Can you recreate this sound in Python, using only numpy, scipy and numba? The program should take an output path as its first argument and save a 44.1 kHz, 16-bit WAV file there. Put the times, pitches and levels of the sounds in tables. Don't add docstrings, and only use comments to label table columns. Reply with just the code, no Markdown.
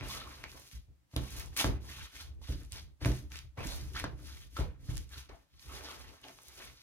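import sys
import numpy as np
from scipy import signal
from scipy.fft import rfft, irfft
from scipy.io import wavfile
from scipy.ndimage import uniform_filter1d
from numba import njit

SR = 44100
rng = np.random.default_rng(int(sys.argv[2]) if len(sys.argv) > 2 else 0)


def to_wav(s):
    ch = np.atleast_2d(s).T
    pcm = np.round(np.clip(ch, -1, 1) * 32767)
    wavfile.write(sys.argv[1], SR, pcm.astype(np.int16))


def natural_amplitude(level_db):
    exponent = np.asarray(level_db, float) / 20
    return 10 ** exponent


N = 300762


def level(x, db):
    return x * natural_amplitude(db) / np.sqrt(np.mean(x ** 2))


def colour(x, points):
    hz, db = np.transpose(points)
    f = np.maximum(np.arange(N // 2 + 1) * SR / N, 1)
    gain = natural_amplitude(np.interp(np.log(f), np.log(hz), db))
    return irfft(rfft(x) * gain, N)


def band(x, lo_hz, hi_hz):
    return signal.sosfilt(signal.butter(2, [lo_hz, hi_hz], "band", fs=SR, output="sos"), x)


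def ring(x, modes, damp=0.86):
    out = 0
    for hz, db, t60_s in modes:
        pole = np.exp(2j * np.pi * hz / SR - np.log(1000) / (t60_s * damp * SR))
        out = out + natural_amplitude(db) * signal.lfilter([1], [1, -pole], x).imag
    return out


def walk(rate_hz):
    hold = int(SR / rate_hz)
    return uniform_filter1d(np.repeat(rng.standard_normal(N // hold + 1), hold), hold)[:N]


def steady(x, span_s):
    power = uniform_filter1d(np.mean(x ** 2, axis=0), int(span_s * SR))
    return x / np.sqrt(power + 1e-12)


@njit
def bubbles(at_s, hz, cycles, size, glide, n, sr):
    out = np.zeros(n)
    for k in range(len(at_s)):
        step, phase, gain = 2 * np.pi * hz[k] / sr, 0., size[k]
        fall = np.exp(-hz[k] / sr / cycles[k])
        rise = 1 + glide * hz[k] / sr / cycles[k]
        i = int(at_s[k] * sr)
        while gain > .004 * size[k] and i < n and step < 2.8:
            out[i] += gain * np.sin(phase)
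            phase, step, gain, i = phase + step, step * rise, gain * fall, i + 1
    return out


SWELL_DB, ONSET_DB_PER_S = 12.5, 490.5
SMOTHER_DB_PER_S = 126


def strokes(t, start_s, swell_s, hold_s, db, sag, fall, until_s=np.inf):
    coarse_t = t[::32]
    power = np.zeros(len(coarse_t))
    for end, start, up, hold, top_db in np.broadcast(until_s, start_s, np.maximum(swell_s, .001), hold_s, db):
        age = coarse_t - start - up
        shape = np.minimum(age, 0) * SWELL_DB / up
        shape -= sag * np.clip(age, 0, hold) + fall * np.maximum(age - hold, 0)
        shape += ONSET_DB_PER_S * np.minimum(age + up, 0)
        shape -= SMOTHER_DB_PER_S * np.maximum(coarse_t - end, 0)
        power += natural_amplitude(np.maximum(top_db + shape, -200)) ** 2
    return np.interp(t, coarse_t, power)


# (f/Hz, density/dB)
KITCHEN_SPECTRUM = [(18, -37), (30, -27), (118, 8), (233, -5), (319, -1.5), (404, -24), (526, -10),
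                    (2410, -15.5), (16000, -25)]


def kitchen():
    return level(colour(rng.standard_normal((2, N)), KITCHEN_SPECTRUM), -76)


# (t/s, swell/s, hold/s, squelch level/dB, crackle above it/dB)
RUB_STROKES = [(-.02, 0.014, 0.23, -50.5, -19), (.22, 0.056, 0.13, -55.5, -3.5),
               (.46, 0.034, 0.069, -63.5, 4.5), (1.112, 0.032, 0.0072, -64.5, 2),
               (1.19, 0.025, 0.089, -56.5, 0), (1.50, 0.025, 0.017, -64.5, 0),
               (1.59, 0.015, 0.013, -44, -9), (2.41, .005, 0.05, -68, -9), (2.487, 0.0032, 0.14, -67.5, 6),
               (3.008, 0.014, .035, -51.5, -8), (3.09, 0.016, 0.052, -56, 3), (3.58, 0.048, 0.02, -49, -5),
               (3.635, 0.039, 0.1, -57, 8.5), (3.80, 0.0088, 0.097, -64, 4.5),
               (4.876, 0.018, 0.043, -59, -1), (4.925, 0.015, 0.02, -65, 7),
               (5.66, 0.086, 0.2, -51.5, -2.5), (5.85, 0.038, 0.11, -56, -5), (5.97, 0.023, 0.17, -61.5, 0),
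               (6.20, 0.054, 0.04, -58.5, -2.5), (6.50, 0.12, 0.047, -56, -0.5)]
# (t/s, swell/s, hold/s, squelch level/dB, crackle above it/dB)
PEEL_STROKES = [(.04, 0.055, 0.078, -48.5, 2), (.55, 0.016, 0.2, -72.5, 15.5),
                (.70, 0.024, 0.026, -66.5, -1), (1.30, 0.1, 0.0027, -52.5, 6),
                (1.563, 0.0021, 0.039, -45.5, 2), (1.575, 0.015, 0.015, -37, 3),
                (1.82, 0.076, 0.15, -52, -1.5), (2.02, 0.01, .018, -55.5, -2.5),
                (2.124, 0.03, 0.036, -47.5, -7.5), (2.20, 0.0049, 0.0096, -52, 0),
                (2.43, 0.078, 0.0068, -49.5, -6), (2.711, 0.021, 0.0069, -51.5, -4),
                (2.73, 0.043, 0.0057, -51.5, -3), (3.305, 0.019, 0.047, -52, -2.5),
                (3.931, 0.0034, 0.0075, -57.5, 2.5), (3.945, 0.011, 0.013, -41.5, -12),
                (3.985, 0.0055, .004, -61, 12.5), (4.06, .01, .1, -84, 8), (4.19, 0.088, 0.15, -57, 0.5),
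                (4.51, 0.049, .012, -65.5, 7), (4.563, 0.0067, 0.055, -48, -7),
                (4.81, 0.063, 0.068, -63, 1), (4.964, 0.0021, 0.0043, -67, 16),
                (5.095, 0.047, 0.04, -53.5, -4), (5.165, 0.017, 0.031, -58, -2.5),
                (5.31, 0.021, 0.097, -84.5, 10), (5.50, 0.07, 0.025, -69, -3),
                (5.59, 0.0069, 0.13, -59.5, -1), (6.29, .02, .05, -76, 11), (6.36, 0.11, 0.076, -70, 11.5),
                (6.68, .02, 0.035, -72, 6), (6.76, 0.069, .05, -62.5, 0)]
# (t/s, squelch level/dB, crackle above it/dB)
SLAP_HITS = [
    (0.434, -59.5, -3),
    (1.161, -47.5, -3.5),
    (1.6405, -41, -4.5),
    (3.0505, -45.5, -5),
    (3.0585, -49.5, 4),
    (3.574, -51.5, -21),
    (3.996, -54.5, -14),
    (4.04, -50, -22),
    (4.585, -47.5, -3.5),
    (5.292, -57.5, -9.5),
]
# (t/s, hold/s, bowl wall level/dB)
BASE_SCRAPES = [(0.133, 0.025, -47.5), (0.543, 0.025, -54.5), (1.332, 0.12, -52.5), (1.834, 0.069, -57.5),
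                (2.125, 0.14, -64.5), (2.25, 0.024, -65), (2.75, 0.02, -61), (3.571, 0.026, -42.5),
                (3.687, 0.075, -49), (4.207, 0.18, -65.5), (4.562, 0.04, -58), (5.3, 0.017, -63),
                (6.087, 0.022, -56.5), (6.24, 0.054, -61), (6.38, 0.12, -64.5)]
# (wall re squelch/dB, deep re squelch/dB, then falls/dB/s: squelch, crackle, wall, deep)
PEEL_RELEASE = (-44.5, -19.5, 247, 231, 145, 190)
RUB_RELEASE = (-0.5, -5.5, 178, 179, 154, 154.5)
SLAP_RELEASE = (7, -7.5, 337, 222, 181, 144)
SAG_DB_PER_S = 29.5


def hand(t):
    slaps = [(s, 0.0007, 0.0037, db, crackle_db) for s, db, crackle_db in SLAP_HITS]  # swell/s, hold/s
    slap_s = np.append(np.transpose(SLAP_HITS)[0], np.inf)
    kinds = ((PEEL_STROKES, PEEL_RELEASE), (RUB_STROKES, RUB_RELEASE), (slaps, SLAP_RELEASE))
    power = 0
    for rows, (wall_db, deep_db, *falls) in kinds:
        s, swell, hold, db, crackle_db = np.transpose(rows)
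        next_slap = slap_s[np.searchsorted(slap_s, s + .005)]
        offsets_db = (0, crackle_db, wall_db, deep_db)
        power = power + np.array([strokes(t, s, swell, hold, db + above, SAG_DB_PER_S, fall, next_slap)
                                  for above, fall in zip(offsets_db, falls)])
    s, hold, db = np.transpose(BASE_SCRAPES)
    power[2] += strokes(t, s, 0.0034, hold, db, SAG_DB_PER_S, 181)
    return np.sqrt(power)


def swarm(lo_hz, hi_hz, cycles, spread_db, hiss_db, flutter_db, count):
    c = rng.random((4, count))
    clump = np.repeat(rng.random((2, count // 12)), 12, axis=1)
    at_s = clump[0] * N / SR - .012 * np.log(c[0])
    hz = lo_hz * (hi_hz / lo_hz) ** clump[1] * 1.44 ** (c[1] - .5)
    size = natural_amplitude(-spread_db * np.log(c[2] + 0.011)) * np.sqrt(hz)
    popping = bubbles(at_s, hz, cycles * (.5 + c[3]), size, 0.137, N, 1. * SR)
    hiss = band(rng.standard_normal((3, N)), lo_hz, hi_hz)
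    scattered = level(0.048 * hiss[0] + hiss[1:], hiss_db)
    return level((level(popping, 0) + scattered) * natural_amplitude(flutter_db * walk(60)), 0)


# (f/Hz, gain/dB)
WET_SPECTRUM = [(150, -18.5), (250, -7.5), (292, -10.5), (330, -20.5), (367, -12.5), (414, -15),
                (735, -17.5), (1200, -14), (1980, -10), (6590, -2), (7310, -11.5), (10700, -6), (13400, -6),
                (16000, -16.5)]
THREADS_PER_S, THREADS_DB = 70, -13


def mince(t):
    squelch, crackle, rub, depth = hand(t)
    wet = swarm(836, 4485, cycles=2.64, spread_db=2.5, hiss_db=-9, flutter_db=3.5, count=18000)
    fine = swarm(1900, 16000, cycles=0.2, spread_db=3.2, hiss_db=-3, flutter_db=2.0, count=48000)
    wall = swarm(296.0, 946, cycles=1.63, spread_db=3.0, hiss_db=4.0, flutter_db=2.5, count=9000)
    wet, fine, wall = (level(colour(v, WET_SPECTRUM), 0) for v in (wet, fine, wall))
    threads = rng.standard_normal(N) * (rng.random(N) < THREADS_PER_S / SR)
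    fine = fine + level(band(threads, 3500, 15000), THREADS_DB)
    deep = level(band(wet[:, ::-1], 650, 2450), 0)
    return depth * deep + squelch * wet * natural_amplitude(-0.27) + crackle * fine * natural_amplitude(1.0) + rub * wall * natural_amplitude(-3.5)


# (t/s, sway level/dB, plate above it/dB)
TABLE_JOLTS = [(.0, -42, -2.5), (0.729, -49, -28), (0.874, -59, -9), (1.156, -37.5, -2.5),
               (1.644, -31, -5.5), (2.487, -36.5, -6), (3.054, -33, -1.5), (3.578, -43, -1.5),
               (4.04, -39.5, -21), (4.586, -33, -16), (4.882, -36.5, -11)]
# (t/s, hold/s, sway level/dB, plate above it/dB)
BOWL_LEANS = [(0.123, 0.36, -52.5, -2.5), (0.472, 0.11, -59.5, -1), (1.3, 0.21, -44.5, -9.5),
              (1.69, 0.031, -35, -11), (1.83, 0.054, -49.5, -2), (1.948, 0.089, -49.5, -14),
              (2.14, 0.08, -54.5, -24), (2.233, 0.18, -47, -16), (2.61, 0.27, -48.5, -17.5),
              (3.009, 0.045, -39, -2), (3.206, 0.27, -48, -16), (3.636, 0.48, -40.5, -8.5),
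              (4.06, 0.16, -50.5, 0), (4.23, 0.38, -49, -14), (4.78, 0.13, -51, -4),
              (4.957, 0.02, -40.5, -26), (5.095, 0.11, -50.5, -10.5), (5.277, 0.028, -53.5, -21),
              (5.51, 0.12, -62.5, -13), (5.639, 0.14, -50, -10), (5.818, 0.13, -59, -7),
              (5.956, 0.13, -54.5, -10), (6.203, 0.14, -69.5, 2.5), (6.463, 0.25, -62.5, -7.5),
              (6.637, 0.034, -58, -5)]
JOLT_FALL_DB_PER_S, LEAN_FALL_DB_PER_S = (175, 136.5), (193, 116)


def load(t):
    jolt_s, jolt_db, jolt_plate_db = np.transpose(TABLE_JOLTS)
    lean_s, hold, lean_db, lean_plate_db = np.transpose(BOWL_LEANS)
    parts = zip((0, jolt_plate_db), (0, lean_plate_db), JOLT_FALL_DB_PER_S, LEAN_FALL_DB_PER_S)
    gains = []
    for jolt_above, lean_above, jolt_fall, lean_fall in parts:
        jolts = strokes(t, jolt_s, 0.011, 0.034, jolt_db + jolt_above, 0, jolt_fall)
        leans = strokes(t, lean_s, 0.018, hold, lean_db + lean_above, 14, lean_fall)
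        gains.append(np.sqrt(jolts + leans))
    return gains


# (f/Hz, level/dB, t60/s)
TABLE_MODES = [(56.2, 3, 0.11), (68.35, -8, 0.47), (105.7, 1.5, 0.1), (125.1, -3.5, 0.49),
               (156.4, -12.5, 0.4)]
# (f/Hz, level/dB, t60/s)
BOWL_MODES = [(209, -16.5, 0.51), (264.2, -7.5, 0.15), (292.4, -2, 0.11), (362, -17, 0.28),
              (500, -20, 0.16), (555, -6.5, 0.076), (654.4, -13, 0.22), (767, -43.5, 0.17),
              (946, -9, 0.036)]


def shaking(t):
    swaying, humming = load(t)
    jolts = rng.standard_normal((3, N)) * natural_amplitude(4.7 * walk(25))
    sway = ring(jolts[0] + 1.23 * jolts[1:], TABLE_MODES[:2], 0.78)
    sway = steady(sway, .09)
    plate = ring(jolts[0] + 0.28 * jolts[1:], TABLE_MODES[2:] + BOWL_MODES[:4], 0.74)
    plate = steady(plate, 0.12) * natural_amplitude([[-.8], [.8]])
    return natural_amplitude(3.0) * swaying * sway + natural_amplitude(-1.5) * humming * plate


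# (t/s, peak level/dB, f/Hz, tick above it/dB)
POCKET_BURSTS = [(0.0096, -26, 2310, -50), (0.2134, -51, 1170, -29), (0.2495, -51, 1150, -29),
                 (0.4391, -21, 2080, -28), (0.713, -40.5, 3510, -17.5), (1.113, -59, 1500, -16),
                 (1.1387, -48, 960, -18), (1.5651, -25, 2360, -29), (1.5724, -33, 2910, -12),
                 (1.6028, -26, 895, -30), (1.6113, -19, 2860, -20), (1.6124, -22.5, 800, -33),
                 (2.161, -52, 1530, -24), (2.4158, -48, 960, -28), (2.722, -57, 4970, -26.5),
                 (3.0475, -15.5, 2220, -32), (3.0583, -20.5, 1600, -22.5), (3.117, -44, 5000, -3),
                 (3.124, -36, 1900, -25), (3.3182, -53, 1540, 1.5), (3.3575, -30, 2610, -19),
                 (3.606, -30.5, 2320, -26), (3.962, -47, 1470, -26), (3.998, -27, 1960, -18),
                 (4.5669, -26.5, 1380, -21.5), (4.97, -44.5, 5000, -5), (5.289, -52, 1150, -13),
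                 (5.5944, -43.5, 4590, -16), (5.886, -33.5, 1200, -17), (5.9135, -33, 1130, -21),
                 (6.2838, -38, 3100, -23), (6.387, -41.5, 1080, -20.5), (6.6986, -39, 2030, -46)]


def pops():
    s, db, hz, tick_db = np.transpose(POCKET_BURSTS)
    s = s + 0.00072
    note = bubbles(s, hz, np.full(len(s), 1.1), natural_amplitude(db - 2.5), 0.044, N, 1. * SR)
    tick = np.zeros((2, N))
    decay = np.exp(-np.arange(300) / 45)
    for at, size, noise in zip(s, natural_amplitude(db + tick_db + 19.0), rng.standard_normal((len(s), 2, 300))):
        i = int(at * SR)
        tick[:, i:i + 300] += size * noise * decay
    return note + band(tick, 1600, 5300)


# (t/s, level/dB, centre f/Hz)
THREAD_SNAPS = [(0.0106, -58, 3400), (0.4951, -54, 3500), (0.5174, -46, 4400), (0.5981, -49, 9300),
                (0.715, -54, 4400), (0.732, -53, 4000), (1.164, -29.5, 2800), (1.3075, -46, 9400),
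                (1.387, -43, 8200), (1.326, -45, 9000), (1.3978, -34, 9000), (1.4189, -48, 10400),
                (1.4601, -45, 7300), (1.567, -31, 9200), (1.5729, -29, 9000), (1.576, -24, 8400),
                (1.6451, -33, 5200), (2.5234, -45, 3600), (2.628, -59, 9920), (2.634, -57, 7200),
                (2.65, -54, 5000), (2.7219, -34, 5500), (2.76, -52, 5500), (2.73, -40.5, 4000),
                (3.014, -49, 3000), (3.0486, -39, 3200), (3.0585, -37.5, 7000), (3.0619, -44, 7600),
                (3.121, -47, 8400), (3.1714, -51, 5100), (3.3037, -62, 5040), (3.357, -45, 3900),
                (3.372, -46, 5000), (3.39, -39.5, 3800), (3.5775, -59, 3380), (3.6481, -48, 7300),
                (3.6716, -37, 5100), (3.7125, -44, 4500), (3.762, -46, 10000), (3.996, -47, 5600),
                (3.9994, -38, 6360), (4.0407, -48, 6300), (4.5707, -49, 3400), (4.956, -44, 5000),
                (4.971, -38.5, 7700), (4.9792, -37, 5300), (5.0928, -55, 5070), (5.181, -44, 3880),
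                (5.9125, -46, 2500), (5.9145, -48, 5400), (6.015, -56, 10500), (6.216, -54, 6900),
                (6.2846, -47, 3600), (6.297, -57, 8000), (6.4187, -53, 10100), (6.4335, -49, 9500),
                (6.484, -47, 7000), (6.553, -53, 9000), (6.577, -54, 4500), (6.6979, -61.5, 3110)]
SNAP_MS, SPATTER_MS, SPATTER_DB = .3, 2.3, -17
SNAP_SPAN = 1.9


def ticks():
    out = np.zeros((2, N))
    age_ms = np.arange(400) * 1000 / SR
    shape = np.exp(-age_ms / SNAP_MS) + natural_amplitude(SPATTER_DB) * np.exp(-age_ms / SPATTER_MS)
    for (s, db, hz), g in zip(THREAD_SNAPS, rng.standard_normal((len(THREAD_SNAPS), 3, 400))):
        spit = band((g[0] + 1.1 * g[1:]) * shape, hz / SNAP_SPAN, min(hz * SNAP_SPAN, 17000))
        spit = spit + natural_amplitude(-8) * band((g[0] + .5 * g[1:]) * shape, 6900, 19000)
        i = int((s - .0003) * SR)
        out[:, i:i + 400] += natural_amplitude(db + 10.0) * spit / np.abs(spit).max()
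    return out


# (t/s, bowl ring level/dB, then above it/dB: table sway, plate, crack)
BOWL_HITS = [(0.026, -38.5, -3, -13, 6), (0.438, -55, -26, -30, 6), (0.729, -69, 31.5, -14, 0),
             (.745, -70.5, 34.5, -11, -20), (0.763, -74, 35.5, -11, -20), (0.883, -69.5, 24.5, -18, -25),
             (1.134, -45, -16, -2.5, -16), (1.162, -27, 1, -14, -6), (1.6425, -21, -17, -13, 8.5),
             (2.488, -39, 7, -1, -24), (3.015, -36.5, -11.5, -13, -4), (3.0558, -20, -23, -7.5, -12),
             (3.578, -39, -21, -2.5, -8), (4.0398, -29, -26, -12.5, 10), (4.589, -30.5, -2, -5.5, -5),
             (4.886, -44.5, 6, 7, -18), (5.294, -56, 0, -33, -6)]
PUSH_MS = 2.3


def thumps():
    push, plate, knock, crack = np.zeros((4, N))
    grit = rng.standard_normal((len(BOWL_HITS), 1500))
    age = np.arange(1500)
    slap = np.sin(2 * np.pi * age / 36) * np.exp(-age / 30)
    n = int(PUSH_MS * SR / 1000)
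    shove = np.hanning(n) / n
    for (s, db, sway_db, plate_db, crack_db), g in zip(BOWL_HITS, grit):
        i = int((s + 0.001207) * SR)
        push[i:i + n] -= natural_amplitude(db + sway_db) * shove
        plate[i:i + n] -= natural_amplitude(db + plate_db) * shove
        knock[i:i + 1500] += natural_amplitude(db) * (0.23 * g * np.exp(-age / 250) - np.exp(-age / 14)) / 14
        gritting = g * (np.exp(-age / 25) + 0.35 * np.exp(-age / 300))
        crack[i:i + 1500] += natural_amplitude(db + crack_db) * (slap + gritting)
    table = ring(push, TABLE_MODES[:2]) * natural_amplitude(2.5) + ring(plate, TABLE_MODES[2:]) * natural_amplitude(11.0)
    bowl = ring(knock, BOWL_MODES) * natural_amplitude(-4.0) + band(crack, 300, 4200) * natural_amplitude(-5.0)
    return table, bowl


# (t/s, length/s, f/Hz, rise ratio, level/dB)
SUCKING_POCKETS = [(.085, 0.1, 1046, 1.1, -54), (0.135, .06, 610, 0.96, -61),
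                   (0.211, 0.0081, 1140, 1.07, -47.5), (0.27, 0.0084, 1190, 1.1, -56),
                   (0.243, 0.036, 1190, 0.87, -58.5), (0.444, 0.056, 2180, 1.26, -56),
                   (1.568, 0.019, 2350, 0.94, -43), (1.571, .012, 3100, .8, -39),
                   (1.591, 0.012, 1960, 2.3, -27.5), (1.599, 0.013, 2470, 1.5, -28),
                   (1.611, 0.016, 2760, 1.25, -39), (1.612, 0.01, 3900, 1.4, -42),
                   (1.891, 0.031, 1900, 0.85, -52.5), (2.142, 0.017, 1510, 0.8, -78),
                   (2.575, 0.064, 1700, 1.03, -70.5), (3.577, 0.016, 927, 1.63, -52),
                   (3.581, 0.051, 2240, 1.14, -48.5), (3.686, 0.049, 3940, 1.02, -44),
                   (3.946, 0.011, 1440, 1.33, -44), (3.96, 0.0052, 1600, 0.86, -37.5),
                   (3.962, .012, 3300, 0.88, -44), (3.969, 0.015, 1800, .85, -56),
                   (4.004, 0.014, 1900, .9, -50), (4.04, 0.016, 1500, 1.1, -46),
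                   (4.561, 0.024, 1250, 1.11, -49.5), (4.577, 0.031, 436, 0.79, -49.5),
                   (4.652, 0.034, 496, .9, -60.5), (5.108, 0.021, 1650, 0.93, -59),
                   (5.129, .01, 1530, 0.95, -55), (5.141, 0.02, 1620, 0.79, -59),
                   (5.298, 0.024, 1005, 1.1, -63), (5.301, 0.023, 1900, 1.1, -60),
                   (5.324, .03, 800, 0.76, -68), (5.126, 0.022, 3400, 1.2, -48),
                   (5.694, 0.044, 1225, 0.9, -57), (5.886, 0.046, 1100, 1.1, -56),
                   (5.878, 0.034, 1530, 0.79, -58), (6.239, 0.06, 847, 0.754, -63.5),
                   (6.599, 0.042, 1480, 1.3, -66), (6.596, .05, 2490, .9, -58)]


def smacks():
    s, length, hz, rise, db = np.transpose(SUCKING_POCKETS)[:, :, None]
    when, off, size = rng.random((len(SUCKING_POCKETS), 3, 36)).transpose(1, 0, 2)
    at_s = s + length * when
    pitch = hz * rise ** when * 1.14 ** (off - .5)
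    gain = natural_amplitude(db - 3.0 - 5.75 * np.log(size + 0.032)) * np.sqrt(length / 0.11)
    return bubbles(at_s.ravel(), pitch.ravel(), np.full(when.size, 4.5), gain.ravel(), 0.048, N, 1. * SR)


ROOM_T60_S, ROOM_DB = 0.21, -11.5


def room(air):
    t = np.arange(SR // 2) / SR
    tail = band(rng.standard_normal((2, SR // 2)), 267, 4450)
    tail = tail * 1000 ** (-t / ROOM_T60_S) * (t > .004)
    tail = tail / np.sqrt(np.sum(tail ** 2) / 2)
    return signal.fftconvolve(air, tail, axes=1)[:, :N] * natural_amplitude(ROOM_DB)


PORT_LAG_SAMPLES = 4.59


def lag(x):
    turns = np.arange(N // 2 + 1) / N
    return irfft(rfft(x) * np.exp(-2j * np.pi * turns * PORT_LAG_SAMPLES), N)


def scene():
    t = np.arange(N) / SR
    table, bowl = thumps()
    air = mince(t) + smacks() + pops() + ticks() + bowl
    air[1] = lag(air[1])
    solid = (table + shaking(t)) * natural_amplitude([[-.2], [.2]])
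    return air + room(air) + solid + kitchen()


def band_limit(x):
    return signal.sosfilt(signal.butter(12, 16520, fs=SR, output="sos"), x)


def record(dry):
    x = signal.sosfilt(signal.butter(4, 46, "high", fs=SR, output="sos"), dry)
    x = x + band(x, 14000, 15000) * np.array([[.15], [-.15]])
    x = signal.sosfilt(signal.ellip(10, .5, 50, 15850, fs=SR, output="sos"), x)
    return band_limit(x)


dry = scene()
out = record(dry)
to_wav(out)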